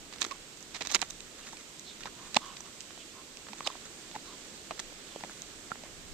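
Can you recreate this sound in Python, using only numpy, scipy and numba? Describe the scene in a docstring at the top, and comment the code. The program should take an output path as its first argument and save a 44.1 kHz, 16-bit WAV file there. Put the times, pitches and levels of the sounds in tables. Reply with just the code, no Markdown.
"""On a lawn, a dog gnaws a bone close to a small camera and a little to its right.
Each bite is a short run of tiny fractures that rings the bone and knocks the hollow of the mouth.
Between bites the teeth scrape; the dog puffs through nose and throat, which are resonators
driven by air noise, and grunts once. Leaves and far traffic are shaped noise: hiss and rumble.
"""
import sys
import numpy as np
from scipy import signal
from scipy.fft import rfft, irfft, next_fast_len
from scipy.io import wavfile
from scipy.ndimage import uniform_filter1d
from numba import njit

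SR = 44100
rng = np.random.default_rng(int(sys.argv[2]) if len(sys.argv) > 2 else 0)


def wav_out(sig):
    """Save sig, one row per channel (or a flat mono array), as 16-bit PCM at SR to the path in sys.argv[1]."""
    wavfile.write(sys.argv[1], SR, np.round(np.clip(np.atleast_2d(sig).T, -1, 1) * 32767).astype(np.int16))


N = 270333


def undb(db):
    """Level definition: amplitude gain is ten to the power dB / 20."""
    return 10 ** (np.asarray(db) / 20)


def mode(f, hz, width):
    """Simple resonance: the response of one damped oscillator, gain 1 at its centre."""
    return 1j * f * width / (hz ** 2 - f ** 2 + 1j * f * width)


def modes(f, table):
    """Modal superposition: neighbours swing in opposite phase; squaring gives steep skirts."""
    total = 0
    for k, (hz, width, db) in enumerate(table):
        total = total + (-1) ** k * undb(db) * mode(f, hz, width) ** 2
    return total


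def on_log(f, hz, value):
    """Logarithmic pitch scale: read a table by linear interpolation over log frequency."""
    return np.interp(np.log(f + 1), np.log(hz), value)


def over_time(table):
    """Envelope principle: join the points (t/s, level/dB) by straight lines, one value a sample."""
    return np.interp(np.arange(N) / SR, *np.transpose(table))


def walk(rate):
    """Random modulation: levels held 1 / rate s, then smoothed twice; spread near 1."""
    hold = int(SR / rate)
    steps = np.repeat(rng.standard_normal(N // hold + 1), hold)
    return 1.3 * uniform_filter1d(uniform_filter1d(steps, hold), hold)[:N]


# Modes of the bone shaft, its splinters and the tooth enamel, and of the jaw.
# Columns: f/Hz, width of one pass/Hz, relative level/dB
SHAFT_MODES = [(1760, 560, -5.5), (2540, 1150, -3)]
SPLINTER_MODES = [(3617, 756, 7), (3770, 686, 8.5), (5060, 2900, 0)]
ENAMEL_MODES = [(6110, 1330, 5.2), (7370, 830, 3.8), (7220, 1900, 3.8), (12500, 3900, 1)]
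JAW_MODES = [(243, 300, 0), (579, 500, -4.5)]
# Stereo balance of the bites before shading. Columns: t/s, left minus right level/dB
HEAD_BALANCE = [(0, -10.5), (.8, -11.5), (1.05, -13), (1.3, 1), (2.05, -11), (2.37, -7.5), (3.6, -9.5),
                (4.8, -5), (6.13, -3)]
# Single bites. Columns: peak t/s, rise/ms, fall/ms, crack level/dB,
# brightness (-1 shaft, 0 splinter, 1 enamel), knock level/dB, mouth hollow f/Hz, width over f
BITES = [(.1267, 1.6, 2.1, -50, -.2, -50, 1200, .9), (.1373, 3, 4, -47, -0.053, -52.5, 1200, 0.75),
         (.161, 1.05, .7, -49, 0.72, -49, 700, 1.5), (.1843, .25, .9, -49, -.1, -69, 1200, .9),
         (.2064, .4, 0.97, -45, .2, -55, 1200, .9), (.2151, 2.1, 0.57, -33.5, 0.92, -46, 1200, .9),
         (.2186, 1.2, 1.4, -27, 0.02, -35.5, 1220, 0.61), (.227, 2.8, 3.8, -35.5, 0.17, -44, 980, 1.1),
         (.2432, 2, 1.6, -40, .2, -46, 980, 1.2), (.25, 6.7, 3.4, -36.5, 0.048, -34.5, 593, 2.5),
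         (.2662, 1.7, 1.1, -46, 0.98, -44, 340, 0.64), (.312, 2.55, 2.4, -44, -0.36, -43.5, 1100, 0.076),
         (.3203, 5.3, 1.4, -46, -0.07, -42.5, 1080, 0.14), (.573, 0.21, .4, -50, 1.2, -69, 700, 1.5),
         (.607, 0.31, .4, -51, 0.9, -63, 1200, .9), (.6272, 0.34, .2, -43, 1.5, -62, 700, 1.5),
         (0.7482, 3.3, 10, -42, -0.15, -47.5, 1200, 1.3), (.7644, 2.1, 5.6, -44, -0.061, -49, 1180, 0.81),
         (0.8093, 1.5, 10.5, -39.5, -0.6, -39, 506, 1.2), (.817, 0.68, 1.4, -45, -0.098, -39, 680, 2.2),
         (.823, 3.4, 1.1, -37.5, -0.23, -45.5, 1200, .9), (.852, 1.4, 3.4, -44, .2, -47, 1200, 1),
         (.862, 4.3, 1.7, -44, -.3, -50, 1200, .9), (.8721, 0.81, 0.55, -34, .5, -45, 1200, .9),
         (.8957, 5.8, 1.9, -46, -0.28, -62, 1200, .9), (.903, 2.4, 2.6, -42, -0.31, -47, 800, 1.4),
         (.9154, 0.5, .4, -34, 0.85, -46, 1200, .9), (.9214, 1.9, 1.8, -34, 0.81, -43, 1200, .9),
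         (.9251, .6, 0.68, -38, 0.9, -49, 1170, .9), (.9317, 2.7, .9, -49, .25, -56, 1100, .9),
         (.943, 5.1, 3.5, -36, -0.02, -43.5, 1210, 1.2),
         (.948, 1.27, 0.68, -22.5, -0.073, -31.5, 1330, 0.53),
         (.9524, 1.33, 2.5, -22.5, 0.79, -29.5, 1320, .85), (.9596, 2.3, 1.8, -29, -1.2, -33, 950, 1.1),
         (.9645, 2.3, 2.2, -37, -0.49, -37, 804, 1.4), (.9923, 0.84, 1.3, -47, -.2, -49, 600, 1.5),
         (1.0167, 0.37, 1.6, -29.5, 0.2, -42, 1030, 0.79), (1.0217, 1.8, 2.8, -38, -0.16, -38, 920, 1.6),
         (1.0275, 3.17, 2.2, -37.5, -0.63, -32, 980, 1.45), (1.1016, 0.42, 1.6, -40, 1.4, -54.5, 1200, .9),
         (1.1075, 1.3, 0.49, -38, 0.89, -56, 1150, .9), (1.2057, 0.92, 0.73, -46, -0.054, -69, 1200, .9),
         (1.4712, 0.75, 0.72, -48.5, -.5, -53, 770, 1.2), (1.5318, .55, 2.6, -59, .1, -46, 950, 0.37),
         (1.57, 0.52, .7, -50, -.4, -61, 1200, .9), (1.7958, .8, 0.35, -44.5, 1.1, -69, 700, 1.5),
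         (2.0361, 3.7, 2, -46, -.6, -66, 950, 1), (2.0576, 1.6, .6, -45.5, -.2, -38, 890, 0.77),
         (2.0641, 2, 3, -48, -0.15, -47, 1170, .9), (2.073, 3.5, 5, -52, .1, -44, 1180, 0.74),
         (2.345, 0.37, 1.3, -34, 0.17, -45, 1200, 0.79), (2.356, 1.1, 1.9, -37, -0.23, -45, 900, 1.1),
         (2.3654, 0.92, 1, -45, 0.71, -28, 480, 1), (2.3679, 2.1, 1.34, -21, -0.39, -20, 926, 0.42),
         (2.377, 3.8, 3.7, -49, .5, -44, 1060, .4), (2.5677, 1.2, 4.9, -45, -0.12, -64, 1130, .9),
         (2.6066, 2.1, 1.5, -40.5, 1.4, -49, 920, 1.2), (2.8068, 0.66, 0.43, -42.5, 0.27, -68, 1200, .9),
         (2.813, .2, 0.22, -51, .1, -69, 1200, .9), (2.907, 0.88, 1.8, -56, -.4, -51, 870, 1.5),
         (2.977, 0.95, 0.55, -53, -.4, -49, 720, 1), (3.3715, 0.57, 0.38, -47, .1, -58, 1200, .9),
         (3.469, .8, .75, -61, -.05, -48, 810, 1.5), (3.486, 1.2, 4.2, -53, 0.024, -48.5, 1190, 0.83),
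         (3.533, 2.7, 2.1, -45, -0.59, -43, 850, 0.34),
         (3.6067, 1.08, 1.1, -46.5, -0.79, -36.5, 1130, 0.29),
         (3.6668, 3.3, 1.55, -40, 0.27, -38, 1020, 0.68), (3.6724, 1.17, 2.8, -29, -0.099, -37, 920, 0.74),
         (3.6765, 1.9, 1.9, -54, .5, -29, 580, 0.93), (3.7021, 0.69, 1.2, -52, 0.44, -40.5, 1020, 0.2),
         (3.754, 1.1, 1.4, -63, .6, -43.5, 790, 0.75), (4.114, 0.41, .4, -49, -0.045, -53, 1200, .9),
         (4.1548, 4.7, 1.9, -48.5, -.9, -41.5, 860, .17), (4.1616, 0.56, 2.2, -57, -0.6, -35.5, 860, 0.82),
         (4.7096, .7, 4.2, -45, -.5, -32, 700, 0.96), (4.72, 2.3, 1.6, -58, -.8, -42, 690, 0.65),
         (4.7936, 0.61, 2.5, -38.5, -0.21, -45, 1240, 1.2),
         (4.7992, 0.78, 2.1, -35.5, 0.93, -42.5, 1280, .9), (4.9252, .75, 1.1, -60, .7, -48.5, 507, 0.77),
         (5.1614, 0.92, .6, -63, .5, -35.5, 490, 0.81), (5.209, 1.2, .6, -51, -0.13, -47, 875, 1),
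         (5.237, 0.67, 1.8, -43.5, -1.2, -35, 710, 0.81), (5.248, 1, 0.61, -57, -.2, -40, 595, 1.1),
         (5.2968, 0.75, .8, -63, -.9, -44.5, 780, 1.7), (5.4204, 0.61, .3, -38.5, 1.24, -69, 1200, .9),
         (5.7072, 3.1, 4.7, -57, .9, -48, 800, 1.1), (5.7183, 2.08, 1.4, -63, .5, -32.5, 1355, 0.17),
         (5.7567, .6, .9, -62, -0.73, -46, 1200, 1.4), (5.837, 0.88, 0.93, -51.5, -.5, -42, 580, 0.47)]


def bites(grit_db=4.0, early=0.385, shadow_hz=756.0, lag_ms=0.027, window_ms=2.82):
    """Brittle fracture: bursts of uneven impulses excite the modes of bone, teeth, mouth and jaw."""
    span = 4096  # samples for each bite
    columns = [column[:, None] for column in np.transpose(BITES)]
    t_peak, rise, fall, crack_db, bright, knock_db, hollow_hz, width = columns

    # more knock than crack: one clean blow in a closed mouth; closed stays below 2/3
    closed_at_db, closed_span_db = 8, 2  # knock over crack, and how gradually
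    closed = 1 / (1.5 + np.exp((closed_at_db - knock_db + crack_db) / closed_span_db))
    snap_db = 17.5 + (29.5 - 17.5) * closed  # over the grit
    jaw_db = -7.5 + (-8.5 + 7.5) * closed  # relative to the knock
    off_part_db = 7  # loss one part away from the brightness
    bone_db = [crack_db - off_part_db * (part - bright) ** 2 for part in (-1, 0, 1)]
    part_db = [knock_db + jaw_db, knock_db] + bone_db
    # a closed knock sits nearer the middle
    pan_db = np.interp(t_peak, *np.transpose(HEAD_BALANCE)) * (1 - .6 * closed)

    f, lead = np.fft.rfftfreq(span, 1 / SR), span // 4
    ms = (np.arange(span) - lead) / SR * 1000
    force = np.exp(-np.where(ms < 0, -ms / rise, ms / fall))

    def fractures():
        # sizes with an exponential spread in dB: many small fractures, a few sharp ones
        turn, size = rng.random((2, len(t_peak), span))
        return force * np.sign(turn - .5) * undb(-grit_db * np.log(1 - size))

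    # one main snap, a share of the rise time ahead of the peak
    snap = -undb(snap_db) * np.exp(-2j * np.pi * f * (lead / SR - early * rise / 1000))
    direct = rfft(fractures()) + snap

    # the muzzle shadows the left port above shadow_hz and adds a scattered path
    shade = f ** 2 / (f ** 2 + shadow_hz ** 2)
    scattered = .9 * shade  # share of the power at the left port
    delay = np.exp(-2j * np.pi * f * lag_ms / 1000)
    left = np.sqrt(1 - scattered) * direct * delay + np.sqrt(scattered) * rfft(fractures())
    ports = np.array([left * undb(pan_db * shade / 2), direct * undb(-pan_db * shade / 2)])

    # the hollow rings on top of a short, broad clack
    clack_db, clack_width = -21.5, 1.2  # relative to the ring; width over pitch
    ring = mode(f, hollow_hz, width * hollow_hz) ** 2
    clack = undb(clack_db) * mode(f, hollow_hz, clack_width * hollow_hz) ** 2
    shapes = [modes(f, JAW_MODES), ring + clack]
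    shapes += [modes(f, part) for part in (SHAFT_MODES, SPLINTER_MODES, ENAMEL_MODES)]

    sound = 0
    for shape, db in zip(shapes, part_db):
        pair = irfft(ports * shape)
        # the level is that of the loudest short window of the two-channel mean
        power = uniform_filter1d(pair.mean(0) ** 2, int(window_ms * SR / 1000))
        sound = sound + pair * undb(db) / np.sqrt(power.max(1, keepdims=True))
    out = np.zeros((2, N + 2 * span))
    for k, start in enumerate((t_peak[:, 0] * SR).astype(int) - lead + span):
        out[:, start:start + span] += sound[:, k]
    return out[:, span:span + N]


# Teeth scraping between bites. Columns: t/s, level/dB (before panning)
SCRAPE = [(0, -70), (.27, -50), (.35, -81), (.72, -62), (.8, -53), (.96, -44), (1.005, -60), (1.04, -52),
          (1.12, -62), (1.6, -56), (1.75, -92), (2.02, -55), (2.12, -80), (2.36, -48.5), (2.5, -57),
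          (3.4, -83), (3.52, -58.5), (3.8, -57.5), (4.15, -61), (4.4, -59), (5.0, -66), (5.25, -55.5),
          (5.5, -62.5), (6.13, -73)]


def grind(per_second=1800., grit_db=4.0, patchy_db=6.5, pan_db=-6.5, low_db=4.0, top_db=-2.0):
    """Random impulse excitation: crumbs of bone give way under the teeth, in patches."""
    hit, size, turn = rng.random((3, N))
    crumb_db = -grit_db * np.log(1 - .99 * size) + patchy_db * walk(60)
    crumbs = (hit < per_second / SR) * np.sign(turn - .5) * undb(crumb_db)
    f = np.fft.rfftfreq(N, 1 / SR)
    bone = undb(low_db) * mode(f, 1360.0, 620.0)
    bone = bone + modes(f, SHAFT_MODES) + modes(f, SPLINTER_MODES)
    bone = bone + undb(top_db) * modes(f, ENAMEL_MODES)
    sound = irfft(rfft(crumbs) * bone, N)
    sound = sound / sound.std() * undb(over_time(SCRAPE))
    # left comes 3 samples later
    return np.array([np.roll(sound, 3) * undb(pan_db / 2), sound * undb(-pan_db / 2)])


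@njit
def sliding_resonance(x, hz, width):
    """State-variable resonance: two integrators in a loop form a band-pass with a moving centre."""
    y, band, low = np.empty(len(x)), 0., 0.
    for i in range(len(x)):
        g, damping = np.tan(np.pi * hz[i] / SR), width / hz[i]
        v = (band + g * (x[i] - low)) / (1 + g * (g + damping))
        band, low, y[i] = 2 * v - band, low + 2 * g * v, damping * v
    return y


# Breaths. Columns: start t/s, length/s, throat level/dB, nose level/dB (at the height of
# the flow, before panning), nose f/Hz at the start
PUFFS = [(0.344, .019, -58, -70, 3500), (1.402, 0.061, -77, -57, 3300), (1.846, .093, -80, -52.5, 4250),
         (2.143, 0.17, -58.5, -74, 3500), (2.397, .16, -51, -55.5, 3370), (2.622, 0.077, -62.5, -64, 3000),
         (2.977, 0.062, -84, -58.5, 3420), (3.13, 0.099, -56.5, -82, 3500), (3.642, 0.033, -60, -47, 4400),
         (3.665, 0.069, -55.5, -56, 3900), (4.238, 0.13, -60.5, -58.5, 4150),
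         (5.06, 0.14, -74, -59.5, 3650), (5.84, 0.033, -57, -56, 2050)]


def puffs(throat_width=150., nose_width=600., flutter_db=1.5, pan_db=-6.0):
    """Turbulence noise: air excites a narrow throat resonance and a wider, sinking nose one."""
    throat_hz, nose_sag = 1085., 0.2  # the nose sinks by this share over a puff
    t = np.arange(N) / SR
    throat, nose, nose_hz = np.zeros(N), np.zeros(N), np.full(N, 3000.)
    for start, length, throat_db, nose_db, from_hz in PUFFS:
        u = (t - start) / length
        on = (u > 0) & (u < 1)
        flow = np.sqrt(np.sin(np.pi * u[on]))
        throat[on], nose[on] = undb(throat_db) * flow, undb(nose_db) * flow
        nose_hz[on] = from_hz * (1 - nose_sag * u[on])
    air = rng.standard_normal(N) * undb(flutter_db * walk(70))

    def resonate(hz, width):
        # make up for the power lost outside the band
        return sliding_resonance(air, hz, width) * np.sqrt(SR / (np.pi * width))

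    both = throat * resonate(np.full(N, throat_hz), throat_width)
    both = both + nose * resonate(nose_hz, nose_width)
    return both * undb(np.array([[pan_db], [-pan_db]]) / 2)


# The one grunt. Values: start t/s, length/s, f/Hz, peak level/dB
GRUNT = (3.495, .045, 215, -50)


def grunt():
    """Pure tone: a short low hum from the throat under a rounded envelope, alike in both channels."""
    start, length, hz, db = GRUNT
    t = np.arange(N) / SR - start
    swell = np.sqrt(np.sin(np.pi * np.clip(t / length, 0, 1)).clip(0))
    return undb(db) * swell * np.sin(2 * np.pi * hz * t)


# Background spectrum. Columns: f/Hz, relative level per Hz/dB,
# likeness of the channels (0 to 1), left minus right level/dB
GARDEN = [(25.7, 8.5, 0.5, 5), (42, -3.5, 0.1, 5), (70, -2, 0.2, -3), (111, -5.5, 0.9, -3),
          (190, 0, 0.76, -0.5), (337, 1, 0.88, -2), (560, -4, 0.52, -1), (850, -9, 0.56, -1.5),
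          (1830, -7.5, 0, -3.5), (3400, -6.5, 0, -6), (5470, -9, 0.01, -6), (7640, -7, 0.06, -10),
          (12900, -9, 0.04, -2)]
# Swell of the leaves. Columns: t/s, relative level/dB
LEAVES = [(0, -.5), (3.4, 0), (3.8, 1), (5.4, 1), (6.13, 0)]
# Wind in the lowest bands; only departures from the mean count. Columns: t/s, level/dB
WIND = [(0, -61), (.6, -69), (.94, -59), (1.67, -71), (2.37, -62), (2.8, -73), (3.6, -69), (5.75, -68),
        (6.13, -46)]


def garden(level_db=-48, flicker_db=.6, gust_db=1.5, wind_hz=70.):
    """Diffuse field: partly coherent noise in octave bands that flicker alone; wind stirs the lowest."""
    hz, db, alike, pan_db = np.transpose(GARDEN)
    f = np.fft.rfftfreq(N, 1 / SR)
    coherence = np.clip(on_log(f, hz, alike), 0, 1)
    noise = rfft(rng.standard_normal((2, N)))
    mid, side = noise * np.sqrt([1 + coherence, 1 - coherence])
    pan = on_log(f, hz, pan_db) / 2
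    pair = np.array([(mid + side) * undb(pan), (mid - side) * undb(-pan)])
    pair = pair * undb(on_log(f, hz, db))
    swell_db, wind_db = over_time(LEAVES), over_time(WIND)
    wind_db = wind_db - wind_db.mean()
    out = 0
    for octave in range(5, 15):  # centred on 2 ** octave Hz
        band = np.clip(1 - abs(np.log2(f + 1) - octave), 0, 1)
        windy = wind_hz ** 2 / (wind_hz ** 2 + 4 ** octave)
        move_db = flicker_db * walk(8.3)
        move_db = move_db + windy * (wind_db + gust_db * walk(6.4)) + (1 - windy) * swell_db
        out = out + irfft(pair * band, N) * undb(move_db)
    return out * undb(level_db) / np.sqrt(np.mean(out ** 2))


def scene():
    """Linear superposition: the dog close by, the garden all around."""
    return bites() + grind() + puffs() + grunt() + garden()


# Microphone response. Columns: f/Hz, gain level/dB
MIC_RESPONSE = [(8000, 2), (8500, -3), (9500, -11.5), (10600, -19.5), (14200, -15), (14600, -46)]


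def record(dry, hiss_db=-61.5, hiss_hz=9600, hiss_top_hz=14350, top_hz=15500):
    """Transducer response: the microphones lose the top octave and add their own faint high hiss."""
    size = next_fast_len(N)
    f = np.fft.rfftfreq(size, 1 / SR)
    heard = rfft(dry, size) * undb(on_log(f, *np.transpose(MIC_RESPONSE)))
    hiss = rfft(rng.standard_normal(dry.shape), size) * undb(hiss_db)
    hiss = hiss / (1 + (hiss_hz / (f + 1)) ** 6) * (f < hiss_top_hz)
    low_pass = signal.ellip(12, .2, 100, top_hz, fs=SR, output="sos")
    return signal.sosfilt(low_pass, irfft(heard + hiss, size)[:, :N])


dry = scene()
out = record(dry)
wav_out(out)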